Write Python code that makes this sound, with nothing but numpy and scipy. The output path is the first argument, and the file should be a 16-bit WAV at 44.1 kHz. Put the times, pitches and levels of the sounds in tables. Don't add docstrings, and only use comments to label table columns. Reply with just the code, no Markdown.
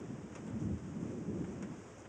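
import sys
import numpy as np
from scipy import signal
from scipy.fft import rfft, irfft
from scipy.io import wavfile

SR = 44100
rng = np.random.default_rng(int(sys.argv[2]) if len(sys.argv) > 2 else 0)


def gain_from_db(level_db):
    decades = np.asarray(level_db, float) / 20
    return 10 ** decades


def unload_audio(sound):
    columns = np.transpose(np.atleast_2d(sound))
    steps = np.round(np.clip(columns, -1, 1) * 32767)
    wavfile.write(sys.argv[1], SR, steps.astype(np.int16))


N = 91904


def rms_one(x):
    return x / np.sqrt(np.mean(x ** 2) + 1e-20)


def cut(x, hz, kind, order=2):
    return signal.sosfilt(signal.butter(order, hz, kind, fs=SR, output="sos"), x)


def drift(rate_hz):
    r = np.exp(-80 * np.pi * rate_hz / SR)
    noise = rng.standard_normal(N // 40 + 2002)
    slow = signal.lfilter([1], [1, -2 * r, r * r], noise)[2000:]
    return np.interp(np.arange(N) / 40, np.arange(len(slow)), rms_one(slow))


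def resonate(x, body):
    out = 0
    for k, (hz, width_hz, db) in enumerate(body):
        r = np.exp(-np.pi * width_hz / SR)
        poles = [1, -2 * r * np.cos(2 * np.pi * hz / SR), r * r]
        out = out + (-1) ** k * gain_from_db(db) * signal.lfilter([1 - r * r, 0, r * r - 1], poles, x)
    return out


def clicks(per_s, spread_db):
    size = gain_from_db(spread_db * np.minimum(rng.exponential(1, N), 5))
    sign = rng.choice([-1, 1], N)
    return size * sign * (rng.random(N) < per_s / SR) + 1e-18


def colour(x, bright_db=0):
    # (frequency [Hz], density [dB per Hz])
    rain_spectrum = [(40, 1), (120, -9), (400, 4), (700, -4.5), (1200, -8), (2300, -15), (3300, -21),
                     (9000, -23)]
    # (frequency [Hz], gain [dB])
    mic_response = [(3300, 1.5), (3800, -4.5), (4200, -11), (4700, -3.5), (5400, 3), (6800, 6.5), (8300, 0),
                    (9800, -21.5)]
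    hz = np.maximum(np.arange(len(x) // 2 + 1) * SR / len(x), 10)
    db = bright_db * (hz > mic_response[2][0])
    for curve in (rain_spectrum, mic_response):
        curve_hz, curve_db = np.transpose(curve)
        db = db + np.interp(np.log(hz), np.log(curve_hz), curve_db)
    db = db - 600 * np.clip(hz / mic_response[-1][0] - 1, 0, 0.2)
    return irfft(rfft(x) * gain_from_db(db), len(x))


def roll():
    # (time [s], roll level [dB], deep far weight [dB], bright near weight [dB])
    roll_course = [(0.0, -52.5, -2.5, -1.5), (0.12, -53, -0.5, -2.5), (0.3, -53.5, -3, -4),
                   (0.45, -49, -7, -2), (0.53, -48, -1, -7.5), (0.59, -47.5, 0.5, -4),
                   (0.66, -43.5, -3, -6.5), (0.76, -45, -0.5, -7.5), (0.81, -51.5, -0.5, -2),
                   (0.95, -48.5, -9.5, -4), (1.13, -48, -5, 1.5), (1.22, -46, -6.5, -3),
                   (1.29, -45.5, -4, -1.5), (1.43, -46, -3.5, 0), (1.47, -51, 0, -2), (1.64, -47, -6.5, -5),
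                   (1.8, -56, -3, -2), (2.08, -64.5, 2.5, 0)]
    # (frequency [Hz], width [Hz], level [dB])
    near_body = [(159, 76, -1.5), (230, 72, 1)]
    deep_body = [(80, 28, 0), (121, 22, 2)]
    bright_body = [(300.7, 67.4, 0), (391.7, 121, -1.5), (463.5, 164, -6)]
    arrivals_per_s, arrival_spread_db = 2500, 1.5
    air_cut_hz, lump_db, lumps_per_s = 546, 1.5, 6.7
    s, db, deep_db, bright_db = np.transpose(roll_course)
    t, out = np.arange(N) / SR, 0
    for body, weight_db in ((near_body, 0 * db), (deep_body, deep_db), (bright_body, bright_db)):
        arrivals = resonate(clicks(arrivals_per_s, arrival_spread_db), body)
        rumble = rms_one(cut(arrivals, air_cut_hz, "low", order=3))
        level_db = np.interp(t, s, db + weight_db) + lump_db * drift(lumps_per_s)
        out = out + rumble * gain_from_db(level_db)
    return out


def shocks():
    # (time [s], peak level [dB], pitch [Hz])
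    shock_packets = [(.02, -45.5, 204), (.072, -48, 175), (.106, -39.5, 217), (.112, -42.5, 136),
                     (.12, -44, 280), (.136, -42, 224), (.148, -41.5, 131), (0.191, -43, 161),
                     (.243, -45, 199.5), (0.45, -42.5, 217), (0.484, -42, 199), (.541, -36, 119),
                     (0.544, -44, 318), (.565, -34, 215), (.619, -34, 146), (.619, -36.5, 300),
                     (0.631, -43.5, 180), (.655, -37.5, 207), (0.655, -35.5, 95.5), (.672, -42, 302),
                     (0.674, -36.5, 165), (0.705, -37.5, 191.5), (0.731, -34.5, 91), (.734, -40.5, 313),
                     (0.749, -42.5, 197), (0.757, -44.5, 90), (.854, -40.5, 180), (0.883, -44.5, 330),
                     (0.892, -43, 183), (.922, -43, 150), (.97, -37.5, 215), (.982, -37, 170),
                     (1.004, -42, 227), (1.028, -38.5, 178), (1.034, -43.5, 108), (1.038, -44, 310),
                     (1.064, -44.5, 182), (1.065, -44, 97), (1.096, -39, 236), (1.097, -49, 143),
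                     (1.168, -40.5, 366), (1.177, -35, 223), (1.211, -42, 317), (1.226, -43, 168),
                     (1.261, -43.5, 199), (1.284, -34, 174), (1.301, -42.5, 413), (1.304, -38, 235),
                     (1.326, -44, 124), (1.335, -44.5, 376), (1.357, -38.5, 324), (1.399, -35, 168.5),
                     (1.415, -35.5, 286), (1.425, -44.5, 383), (1.441, -37, 187), (1.495, -43, 193),
                     (1.516, -46, 173), (1.606, -39.5, 252), (1.633, -41.5, 184), (1.692, -42.5, 278)]
    base_s, cycles = 0.027, 1
    t, out = np.arange(N) / SR, 0
    for s, db, hz in shock_packets:
        swell = np.exp(-(2.8 * (t - s) / (base_s + cycles / hz)) ** 2)
        out = out + gain_from_db(db) * np.sin(2 * np.pi * hz * (t - s)) * swell
    return out


def drops():
    # (time [s], peak level [dB], brightness [dB], t60 [s])
    splats = [
        (.321, -48, -8, .04),
        (.3513, -39, -3, .16),
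        (.474, -44, -12, .08),
        (.781, -51, -6, .05),
        (1.44, -46, -14, .05),
        (1.625, -39.5, -3, .13),
        (2.052, -46, -8, .05),
    ]
    hold_s, splat_top_hz, spray_low_hz, spray_share = 0.014, 3700, 4700, 1
    out, t = np.zeros(N + SR), np.arange(8192) / SR - 0.02
    rise = np.clip(t / 0.0015, 0, 1)
    crack = gain_from_db(-60 * t / 0.081)
    noise = rng.standard_normal((len(splats), len(t)))
    for (s, db, bright_db, t60_s), row in zip(splats, noise):
        fade_s = max(t60_s, 0.03)
        dull = cut(row, splat_top_hz, "low", order=4)
        splat = dull * (gain_from_db(-60 * np.maximum(t - hold_s, 0) / fade_s) + 0.6 * crack)
        bright = cut(row, spray_low_hz, "high", order=4)
        spray = bright * (spray_share * gain_from_db(-60 * t / fade_s) + crack)
        level = np.std(cut(colour(row, bright_db), 500, "high"))
        hit = cut(colour(rise * (splat + spray), bright_db), 500, "high")
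        i = int((s + t[0]) * SR)
        out[i:i + len(t)] += gain_from_db(db - 13) * hit / level
    return out[:N]


def ticks():
    # (time [s], dull tap level [dB], bright tick level [dB])
    droplets = [(.0025, -62, -57), (.3518, -47, -50), (.3528, -41, -56), (.3545, -48, -45),
                (.3585, -47, -54), (.361, -45, -50), (.3645, -48, -58), (.3685, -48, -62),
                (.3735, -45, -64), (.382, -48, -64), (.4748, -47, -66), (.4785, -49, -66),
                (.4818, -43, -66), (.5185, -48, -66), (.607, -66, -54), (.6135, -66, -55),
                (.6265, -66, -55), (.6475, -66, -58), (.6555, -66, -58), (.7825, -50, -60),
                (1.0095, -66, -59), (1.4405, -49, -68), (1.4445, -44, -68), (1.4495, -46, -68),
                (1.5265, -66, -57), (1.5875, -66, -57), (1.6253, -41, -46), (1.629, -44, -52),
                (1.6325, -45, -56), (1.637, -49, -62), (1.641, -50, -64), (1.9835, -66, -54),
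                (1.987, -66, -57), (1.9955, -66, -53), (2.0005, -66, -55), (2.0045, -66, -57),
                (2.0205, -66, -55), (2.0555, -49, -64)]
    # (frequency [Hz], width [Hz], level [dB])
    tap_body = [(760, 420, -4), (1400, 450, -7), (2300, 600, -15)]
    tick_body = [(5830, 400, -1.5), (6760, 360, -0.5), (8100, 550, -8)]
    tap_top_hz, tick_low_hz, tick_top_hz = 2600, 5100, 8600
    s, tap_db, tick_db = np.transpose(droplets)
    luck, rung = rng.standard_normal((len(s), 12)), [0, 0]
    for j, (body, db) in enumerate(((tap_body, tap_db), (tick_body, tick_db))):
        for k, part in enumerate(body):
            strength = gain_from_db(db + 2 * luck[:, 6 * j + k])
            sign = np.sign(luck[:, 6 * j + k + 3])
            hits = np.full(N, 1e-18)
            hits[(s * SR).astype(int)] = strength * sign * SR / (4 * np.pi * part[1])
            rung[j] = rung[j] + resonate(hits, [part])
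    taps = cut(rung[0], tap_top_hz, "low", order=6)
    bright = cut(rung[1], tick_low_hz, "high", order=6)
    return taps + cut(bright, tick_top_hz, "low", order=10)


def spatters():
    # (time [s], peak level [dB], length [s])
    runs = [
        (0.598, -62.5, 0.06),
        (0.996, -67, 0.046),
        (1.101, -65.5, 0.032),
        (1.504, -68, 0.039),
        (1.978, -64, 0.041),
    ]
    t, gate = np.arange(N) / SR, 0
    for s, db, length_s in runs:
        ramps = np.minimum((t - s) / 0.0017, (s + length_s - t) / 0.0057)
        gate = gate + gain_from_db(db) * np.clip(ramps, 0, 1)
    ringing = resonate(clicks(1100, 1.4), [(7400, 230, 0.5), (6000, 740, 1), (8800, 1100, -6.0)])
    band = cut(cut(ringing, 5200, "high", order=4), 8400, "low", order=6)
    return gate * rms_one(band) * gain_from_db(-5.5)


def trill():
    # (frequency [Hz], level [dB])
    wing_tones = [(7300, 0), (8600, -7), (7900, -8)]
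    start_s, gap_s, pulse_s, level_db = 0.4565, 0.0116, 0.004, -62.5
    t, gate = np.arange(N) / SR, 0
    for k, db in enumerate([-1, -1, 1.5, -5, 0]):
        gate = gate + gain_from_db(db) * np.exp(-((t - start_s - k * gap_s) / pulse_s * 2) ** 2)
    hoarse = 1 + 0.4 * rms_one(cut(rng.standard_normal(N), 500, "low"))
    tone = sum(gain_from_db(db) * np.sin(2 * np.pi * hz * t) for hz, db in wing_tones)
    return gain_from_db(level_db) * gate * hoarse * tone


def rain():
    level_db, patchy_db, patches_per_s = -54.5, 0.86, 2.9
    white = rng.standard_normal(N)
    low = cut(white, 3100, "low", order=1)
    low_patches = gain_from_db(patchy_db * drift(patches_per_s))
    high_patches = gain_from_db(patchy_db * drift(patches_per_s))
    return gain_from_db(level_db) * rms_one(colour(low * low_patches + (white - low) * high_patches))


def scene():
    thunder = roll() + shocks()
    nearby = drops() + ticks() + spatters() + trill()
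    return (thunder + nearby + rain())[None]


def low_pass(x):
    return signal.sosfilt(signal.butter(12, 15720, fs=SR, output="sos"), x)


def record(dry):
    # (frequency [Hz], rms level [dB])
    whines = [(7828, -89), (8172, -90.5), (11025, -118), (12403, -119), (13781, -117), (15159, -120)]
    rumble_cut_hz, self_noise_db, low_noise_db = 68, -91, -74.5
    t = np.arange(N) / SR
    x = cut(dry, rumble_cut_hz, "high", order=3)
    x = x + sum(gain_from_db(db + 3) * np.sin(2 * np.pi * hz * t) for hz, db in whines)
    hiss = gain_from_db(self_noise_db) * rng.standard_normal(N)
    low_noise = rms_one(cut(cut(rng.standard_normal(N), 60, "low"), 33, "high"))
    return low_pass(x + hiss + gain_from_db(low_noise_db) * low_noise)


dry = scene()
out = record(dry)
unload_audio(out)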